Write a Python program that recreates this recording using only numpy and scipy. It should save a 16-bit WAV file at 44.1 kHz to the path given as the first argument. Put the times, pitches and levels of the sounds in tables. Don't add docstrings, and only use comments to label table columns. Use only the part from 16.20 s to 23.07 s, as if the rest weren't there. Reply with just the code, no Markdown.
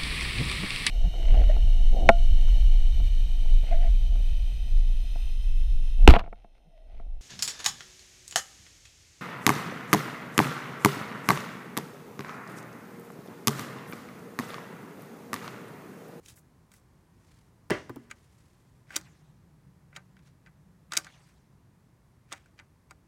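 import sys
import numpy as np
from scipy import signal
from scipy.fft import rfft, irfft, next_fast_len
from scipy.io import wavfile
from scipy.ndimage import uniform_filter1d, map_coordinates

SR = 44100
rng = np.random.default_rng(int(sys.argv[2]) if len(sys.argv) > 2 else 0)


def persist_wave(psi):
    counts = np.round(np.clip(psi, -1, 1) * 32767).astype(np.int16)
    wavfile.write(sys.argv[1], SR, np.atleast_2d(counts).T)


N = 302967

# start in seconds, then push on the bench, crack and metal ring in dB.
BANG_BLOWS = [(1.5005, -50, -29, -29.5), (1.5057, -19, -17, -32.5), (1.5136, -21.5, -39, -28.5)]
# mode in Hz, level in dB, t60 (time to fall 60 dB) in seconds.
BENCH_MODES = [(124.3, -6, 0.04), (173.6, 0, 0.071), (198.5, -0.5, 0.099), (307.3, -6, 0.27),
               (342, -3.5, 0.11), (389.3, 1, 0.063), (441, -2.5, 0.077)]
# mode in Hz, level in dB, t60 in seconds.
METAL_MODES = [(386, 0, .25), (497, -3, .42), (598, 1, .21), (662, -4, .17), (899, -13, .25),
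               (992, -5, .27), (1155, -2, .18), (1210, -8, .25), (1455, -5, .19), (1630, -1, .16),
               (1856, -6, .22), (1988, 0, .2), (2030, -5, .24), (2143, -12, .3), (2681, -9, .19),
               (2821, -11, .27), (3120, -7, .17), (5530, -17, .24)]
# frequency in Hz, level in dB.
CLATTER_COLOUR = [(100, 8), (300, 9.5), (750, 3.5), (1100, 1.5), (2000, 8.5), (2300, -1.5), (3200, -7.5),
                  (4000, -14), (6000, -16), (8500, -25.5), (11000, -30), (16000, -36)]
# frequency in Hz, t60 in seconds.
CLATTER_DECAY = [(100, 0.3), (500, 0.29), (2000, 0.24), (6000, 0.42), (14000, 0.26)]
# frequency in Hz, level in dB.
CRACK_COLOUR = [(200, 3.5), (800, 7), (2000, 0.5), (4000, -5), (8000, -7.5), (15000, -22)]


def bang(crack_t60=0.01, clatter_db=-2.5, metal_db=-10):
    out, t = np.zeros(N), np.arange(SR // 2) / SR
    for s, push_db, crack_db, ring_db in BANG_BLOWS:
        push = ring(BENCH_MODES, t)
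        crack = burst(lambda hz: amp(along(CRACK_COLOUR, hz)), t, crack_t60)
        clatter = noise(lambda hz: amp(along(CLATTER_COLOUR, hz)), size=len(t))
        clatter = dying(clatter, CLATTER_DECAY)
        metal = amp(metal_db) * ring(METAL_MODES, t) + amp(clatter_db) * clatter
        add(out, s, amp(push_db) * push + amp(crack_db) * crack + amp(ring_db) * metal)
    return out


# start in seconds, then thud, tap and tick in dB.
REST_KNOCKS = [(1.6949, -60, -37.5, -51.5), (1.6979, -35, -48, -59.5), (1.76, -42, -57, -44),
               (1.7642, -36, -45, -73)]
# mode in Hz, level in dB, t60 in seconds.
REST_MODES = [(127, -3.5, 0.15), (235, -13.5, 0.63), (275.5, -2, 0.12), (341.7, -1, 0.093),
              (417, 1.5, 0.025)]
# frequency in Hz, level in dB.
TAP_COLOUR = [(200, -6.5), (600, -9), (1200, -1.5), (1700, -14), (3000, -30.5), (10000, -37.5)]


def knocks(tap_t60=0.049, tick_t60=0.0093):
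    out, t = np.zeros(N), np.arange(SR // 2) / SR
    for s, thud_db, tap_db, tick_db in REST_KNOCKS:
        thud = ring(REST_MODES, t)
        tap = burst(lambda hz: amp(along(TAP_COLOUR, hz)), t, tap_t60)
        tick = rng.standard_normal(len(t)) * fade(t, tick_t60)
        add(out, s, amp(thud_db) * thud + amp(tap_db) * tap + amp(tick_db) * tick)
    return out


# start in seconds, meeting in dB,
# travel in seconds, snap in dB, treble tilt in dB per octave, stock in dB,
# centre of the stock's knock in Hz, low thud in dB.
ACTION_LATCHES = [(2.7587, -26.5, .0044, -16, 5, -35.5, 1600, -39.5),
                  (3.763, -33, .0052, -44, 2.5, -43, 1600, -82),
                  (4.2613, -56.5, .0077, -63, -4, -54.5, 1500, -73.5),
                  (4.7685, -17, .0043, -12.5, 4, -32, 1800, -41),
                  (6.1194, -39.5, .0059, -29, -3.5, -39, 1080, -75),
                  (6.3901, -46, .0068, -52, -5.5, -48, 1700, -76.5)]
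# start in seconds, steel modes in dB,
# treble tilt in dB per octave, stock modes in dB, centre of the stock's knock in Hz.
SINGLE_CONTACTS = [(.0604, -44.5, -3, -68, 1980), (.0843, -43.5, 0, -78, 2400),
                   (.174, -59, 21.5, -59.5, 1770), (.517, -52, 7, -61.5, 1620),
                   (.538, -51, 12, -59.5, 1540), (1.9114, -38, 0, -37.5, 2200),
                   (2.7049, -58, -5, -44.5, 1540), (2.732, -59.5, -4.5, -49, 1442),
                   (2.8119, -48, 2, -59, 1825), (3.7285, -75, -9.5, -55.5, 1490),
                   (3.967, -60.5, -12, -59, 2400), (3.991, -61, -12, -65.5, 2620),
                   (4.7203, -28, -3.5, -35.5, 1400), (4.7347, -27, -1.5, -34.5, 1500),
                   (4.753, -39.5, -1.5, -44.5, 1200), (4.8455, -42, -2, -52.5, 1190),
                   (4.8674, -51.5, -5, -45, 1540), (6.1334, -39.5, -4.5, -40.5, 920),
                   (6.2583, -63.5, 7.5, -61.5, 1587), (6.7088, -45.5, 4.5, -45, 900)]
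MEETING_TILT_DB, MEETING_STOCK_DB = -7.5, -1.5
RATTLE_S, RATTLE_SCATTER_S = .012, .001
RATTLE_STEEL_DB, RATTLE_STEEL_LOSS_DB = -21, 12
RATTLE_STOCK_DB, RATTLE_STOCK_LOSS_DB, RATTLE_HZ = -10, 5.5, 884
THUD_HZ = 330


def action(count=4):
    out = np.zeros(N)
    for s, meeting_db, travel, snap_db, tilt_db, stock_db, centre_hz, thud_db in ACTION_LATCHES:
        home = s + travel
        meeting = contact(meeting_db, tilt_db + MEETING_TILT_DB, stock_db + MEETING_STOCK_DB, centre_hz)
        add(out, s, meeting)
        snap = contact(snap_db, tilt_db, stock_db, centre_hz)
        add(out, home, snap + amp(thud_db) * stock_knock(THUD_HZ))
        for k in range(count):
            steel_db = snap_db + RATTLE_STEEL_DB - k * RATTLE_STEEL_LOSS_DB
            wood_db = stock_db + RATTLE_STOCK_DB - k * RATTLE_STOCK_LOSS_DB
            rebound = contact(steel_db, tilt_db, wood_db, RATTLE_HZ)
            add(out, home + (k + 1) * RATTLE_S + RATTLE_SCATTER_S * rng.standard_normal(), rebound)
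    for s, steel_db, tilt_db, stock_db, centre_hz in SINGLE_CONTACTS:
        add(out, s, contact(steel_db, tilt_db, stock_db, centre_hz))
    return out


# resonance in Hz, width in Hz, level in dB.
STEEL_MODES = [(2460, 260, -7.5), (3160, 260, -4), (3806, 190, -1), (4756, 190, -1), (5720, 380, -2.5),
               (6370, 160, -6.5), (6700, 150, 0.5), (7900, 600, -4), (9220, 220, -7.5), (11400, 600, -23.5),
               (13700, 1900, -24.5)]


def contact(steel_db, tilt_db, stock_db, centre_hz, snap_t60=0.018, ring_t60=0.033, ring_db=-17, rise=0.00028):
    t = np.arange(SR // 7) / SR
    brightness = lambda hz: amp(tilt_db * np.log2((hz + 500) / 6000))
    steel = burst(lambda hz: resonances(STEEL_MODES, hz) * brightness(hz), t, snap_t60)
    steel += amp(ring_db) * ring([(hz, db, ring_t60) for hz, width, db in STEEL_MODES], t)
    both = amp(steel_db) * steel + amp(stock_db) * stock_knock(centre_hz)
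    return both * (1 - np.exp(-t / rise))


# resonance in Hz, width in Hz, level in dB.
STOCK_MODES = [(313.7, 64, 1.5), (577, 170, -3.5), (776, 120, -4), (905, 24, -7), (1207, 200, 1),
               (1408, 66, 1), (1547, 80, 4.5), (1780, 230, -1), (2020, 120, 5), (2306, 360, 2),
               (2755, 230, -9.5)]


def stock_knock(centre_hz, stock_t60=.045, wood_db=-7, wood_t60=0.054, focus_db=7):
    t = np.arange(SR // 7) / SR
    place_db = lambda hz: -focus_db * np.abs(np.log2((hz + 1) / centre_hz))
    stock = burst(lambda hz: resonances(STOCK_MODES, hz) * amp(place_db(hz)), t, stock_t60)
    modes = [(hz, db + place_db(hz), wood_t60 * np.sqrt(1500 / hz)) for hz, width, db in STOCK_MODES]
    return stock + amp(wood_db) * ring(modes, t)


# middle in seconds, spread of the bell in seconds, level in dB.
LONG_SLIDES = [(2.738, 0.026, -51.5), (3.765, 0.014, -64.5), (4.762, .015, -50.5), (5.095, 0.018, -64),
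               (6.15, 0.028, -56.5)]
LEAD_IN_S, LEAD_IN_HALF_S, LEAD_IN_DB = 0.0061, 0.0044, -18.5


def slides(steel_db=-8, grain_db=4, catch_db=3):
    contacts_db = [(s, stock_db) for s, _, _, _, _, stock_db, _, _ in ACTION_LATCHES]
    contacts_db += [(s, stock_db) for s, _, _, stock_db, _ in SINGLE_CONTACTS]
    lead_ins = [(s - LEAD_IN_S, LEAD_IN_HALF_S, db + LEAD_IN_DB) for s, db in contacts_db]
    grit = rng.standard_normal(N) * amp(grain_db * wobble(900) + catch_db * wobble(90))
    body = lambda hz: resonances(STOCK_MODES, hz) + amp(steel_db) * resonances(STEEL_MODES, hz)
    return swells(LONG_SLIDES + lead_ins) * unit(filtered(grit, body))


# middle in seconds, spread of the bell in seconds, level in dB,
# treble tilt in dB per octave.
SLEEVE_BRUSHES = [(0.087, 0.028, -55, -2), (0.181, 0.019, -61.5, 7), (.56, 0.026, -65, 0.5),
                  (1.124, 0.091, -70, -6), (2.099, 0.4, -74.5, -4.5), (4.07, .036, -70.5, -7.5),
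                  (5.104, .04, -73.5, -4)]
# frequency in Hz, level in dB.
CLOTH_COLOUR = [(500, -23.5), (1200, -11), (2200, -5), (3300, -5.5), (5000, -2.5), (7500, -0.5),
                (10000, -2), (16000, -12)]


def sleeves(grain_db=2.5, crease_db=2):
    grain = unit(amp(grain_db * wobble(120) + crease_db * wobble(700)))
    out = np.zeros(N)
    for s, half, db, tilt_db in SLEEVE_BRUSHES:
        stroke = swells([(s, half, db)])
        near = np.flatnonzero(stroke)
        colour = lambda hz: amp(along(CLOTH_COLOUR, hz) + tilt_db * np.log2((hz + 500) / 6000))
        out[near] += stroke[near] * noise(colour, size=len(near))
    return grain * out


# frequency in Hz, level in dB.
SCATTER_COLOUR = [(200, -14.5), (700, 6), (1800, 4.5), (3500, 0.5), (6000, -1), (9300, -8), (11000, -13),
                  (16000, -22)]
# frequency in Hz, t60 in seconds.
WOODS_DECAY = [(200, 0.89), (1500, 1.0), (5000, 1), (9000, 1), (15000, 0.52)]


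def woods(x, level_db, patchy_db):
    scatter = noise(lambda hz: amp(along(SCATTER_COLOUR, hz)), size=N)
    hz, t, z = signal.stft(scatter, SR, nperseg=256)
    energy = np.interp(t, np.arange(N) / SR, uniform_filter1d(x ** 2, size=256))
    decay = (fade(t, along(WOODS_DECAY, hz)[:, None]) * (1 - np.exp(-t / .03))) ** 2
    answer = signal.fftconvolve(energy[None], decay / decay.sum(1).mean(), axes=1)[:, :len(t)]
    wash = np.sqrt(np.abs(answer))
    patches = uniform_filter1d(rng.standard_normal(z.shape), size=7, axis=0)
    patches = unit(uniform_filter1d(patches, size=9, axis=1))
    return signal.istft(z * wash * amp(level_db + patchy_db * patches), SR, nperseg=256)[1][:N]


def echoes(x, life, delay):
    tail = dying(rng.standard_normal(SR), life) * (1 - np.exp(-np.arange(SR) / SR / delay))
    return signal.fftconvolve(x, tail / np.linalg.norm(tail))[:N]


# frequency in Hz, level in dB.
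AIR_COLOUR = [(12, -56.5), (20, -23), (52, -4), (130, -2.5), (172, -9), (367, -16.5), (499, -21.5),
              (718, -24), (1000, -22.5), (1400, -28.5), (1810, -29), (2990, -37.5), (5680, -38.5),
              (11800, -41), (16000, -49)]
# resonance in Hz, width in Hz, level in dB.
DRONE_MODES = [(135, 19, -0.5), (158, 23, 0), (189, 18, -1.5)]
AIR_DB, AIR_DRIFT_DB_PER_S = -61, -0.31
WAVER_DB = .6
DRONE_FAR_DB, DRONE_NEAR_DB = -71.5, -61
DRONE_START_S, DRONE_RISE_S, DRONE_HOLD_S, DRONE_FALL_S = 2.4, .38, 1.75, 1


def outdoors(level_db=0.78, hiss_db=1):
    t = np.arange(N) / SR
    low = lambda hz: 1 / (1 + (hz / 700) ** 4)
    air = noise(lambda hz: amp(along(AIR_COLOUR, hz)), size=N)
    rumble = filtered(air, low)
    hiss = air - rumble
    bed = amp(level_db + WAVER_DB * wobble(7.9)) * rumble + amp(hiss_db) * hiss
    drone = noise(lambda hz: resonances(DRONE_MODES, hz) ** 2, size=N)
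    corners = np.cumsum([DRONE_START_S, DRONE_RISE_S, DRONE_HOLD_S, DRONE_FALL_S])
    drone_db = np.interp(t, corners, [DRONE_FAR_DB, DRONE_NEAR_DB, DRONE_NEAR_DB, DRONE_FAR_DB])
    return amp(AIR_DB + AIR_DRIFT_DB_PER_S * t) * bed + amp(drone_db) * drone


def amp(db):
    return 10 ** (np.asarray(db) / 20)


def unit(x):
    return x / np.sqrt(np.mean(x ** 2) + 1e-20)


def along(points, hz):
    f, v = np.transpose(points)
    return np.interp(np.log(hz + 1), np.log(f + 1), v)


def resonances(modes, hz):
    peaks = (amp(db) * hz * w / (c * c - hz * hz + 1j * hz * w) for c, w, db in modes)
    return np.sqrt(sum(np.abs(peak) ** 2 for peak in peaks))


def noise(gain, size):
    m = next_fast_len(size)
    spectrum = rfft(rng.standard_normal(m)) * gain(np.fft.rfftfreq(m, 1 / SR))
    return unit(irfft(spectrum, m)[:size])


def filtered(x, gain):
    m = next_fast_len(N + SR // 2)
    return irfft(rfft(x, m) * gain(np.fft.rfftfreq(m, 1 / SR)), m)[..., :N]


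def fade(t, t60):
    return np.exp(-np.log(1000) * t / t60)


def burst(gain, t, t60):
    envelope = fade(t, t60)
    puff = noise(gain, size=len(t)) * envelope
    return puff * np.linalg.norm(envelope) / np.linalg.norm(puff)


def dying(x, life):
    hz, t, z = signal.stft(x, SR, nperseg=256)
    return signal.istft(z * fade(t, along(life, hz)[:, None]), SR, nperseg=256)[1][:len(x)]


def ring(modes, t):
    out = np.zeros(len(t))
    for k, (hz, db, t60) in enumerate(modes):
        level = (-1) ** k * amp(db + rng.standard_normal())
        out += level * fade(t, t60) * np.sin(2 * np.pi * hz * t)
    return out


def wobble(rate):
    knots = rng.standard_normal(int(N * rate / SR) + 4)
    return map_coordinates(knots, [np.arange(N) * rate / SR])


def swells(rows):
    out, t = np.zeros(N), np.arange(N) / SR
    for s, half, db in rows:
        near = slice(*np.searchsorted(t, [s - 5 * half, s + 5 * half]))
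        out[near] += amp(db) * np.exp(-.5 * ((t[near] - s) / half) ** 2)
    return out


def add(track, s, sound):
    start = round(s * SR)
    track[start:start + len(sound)] += sound[:N - start]


def scene(shelter_db=-22, bang_echo_db=-27):
    rifle = action() + slides()
    bass_cut = signal.butter(3, 80, "high", fs=SR, output="sos")
    blows = signal.sosfilt(bass_cut, bang() + knocks())
    shelter_life = [(300, .25), (2000, 0.06), (12000, .1)]  # Hz, t60 in seconds
    shelter = amp(shelter_db) * echoes(rifle, shelter_life, delay=0.014)
    far = woods(rifle, level_db=-30, patchy_db=3.5)
    far += amp(bang_echo_db) * echoes(blows, WOODS_DECAY, delay=0.15)
    return (rifle + blows + shelter + far + sleeves() + outdoors())[None]


def record(dry, low_cut_hz=37, top_hz=16200):
    dry = signal.sosfilt(signal.butter(2, low_cut_hz, "high", fs=SR, output="sos"), dry)
    return filtered(dry, lambda hz: hz < top_hz)


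dry = scene()
out = record(dry)
persist_wave(out)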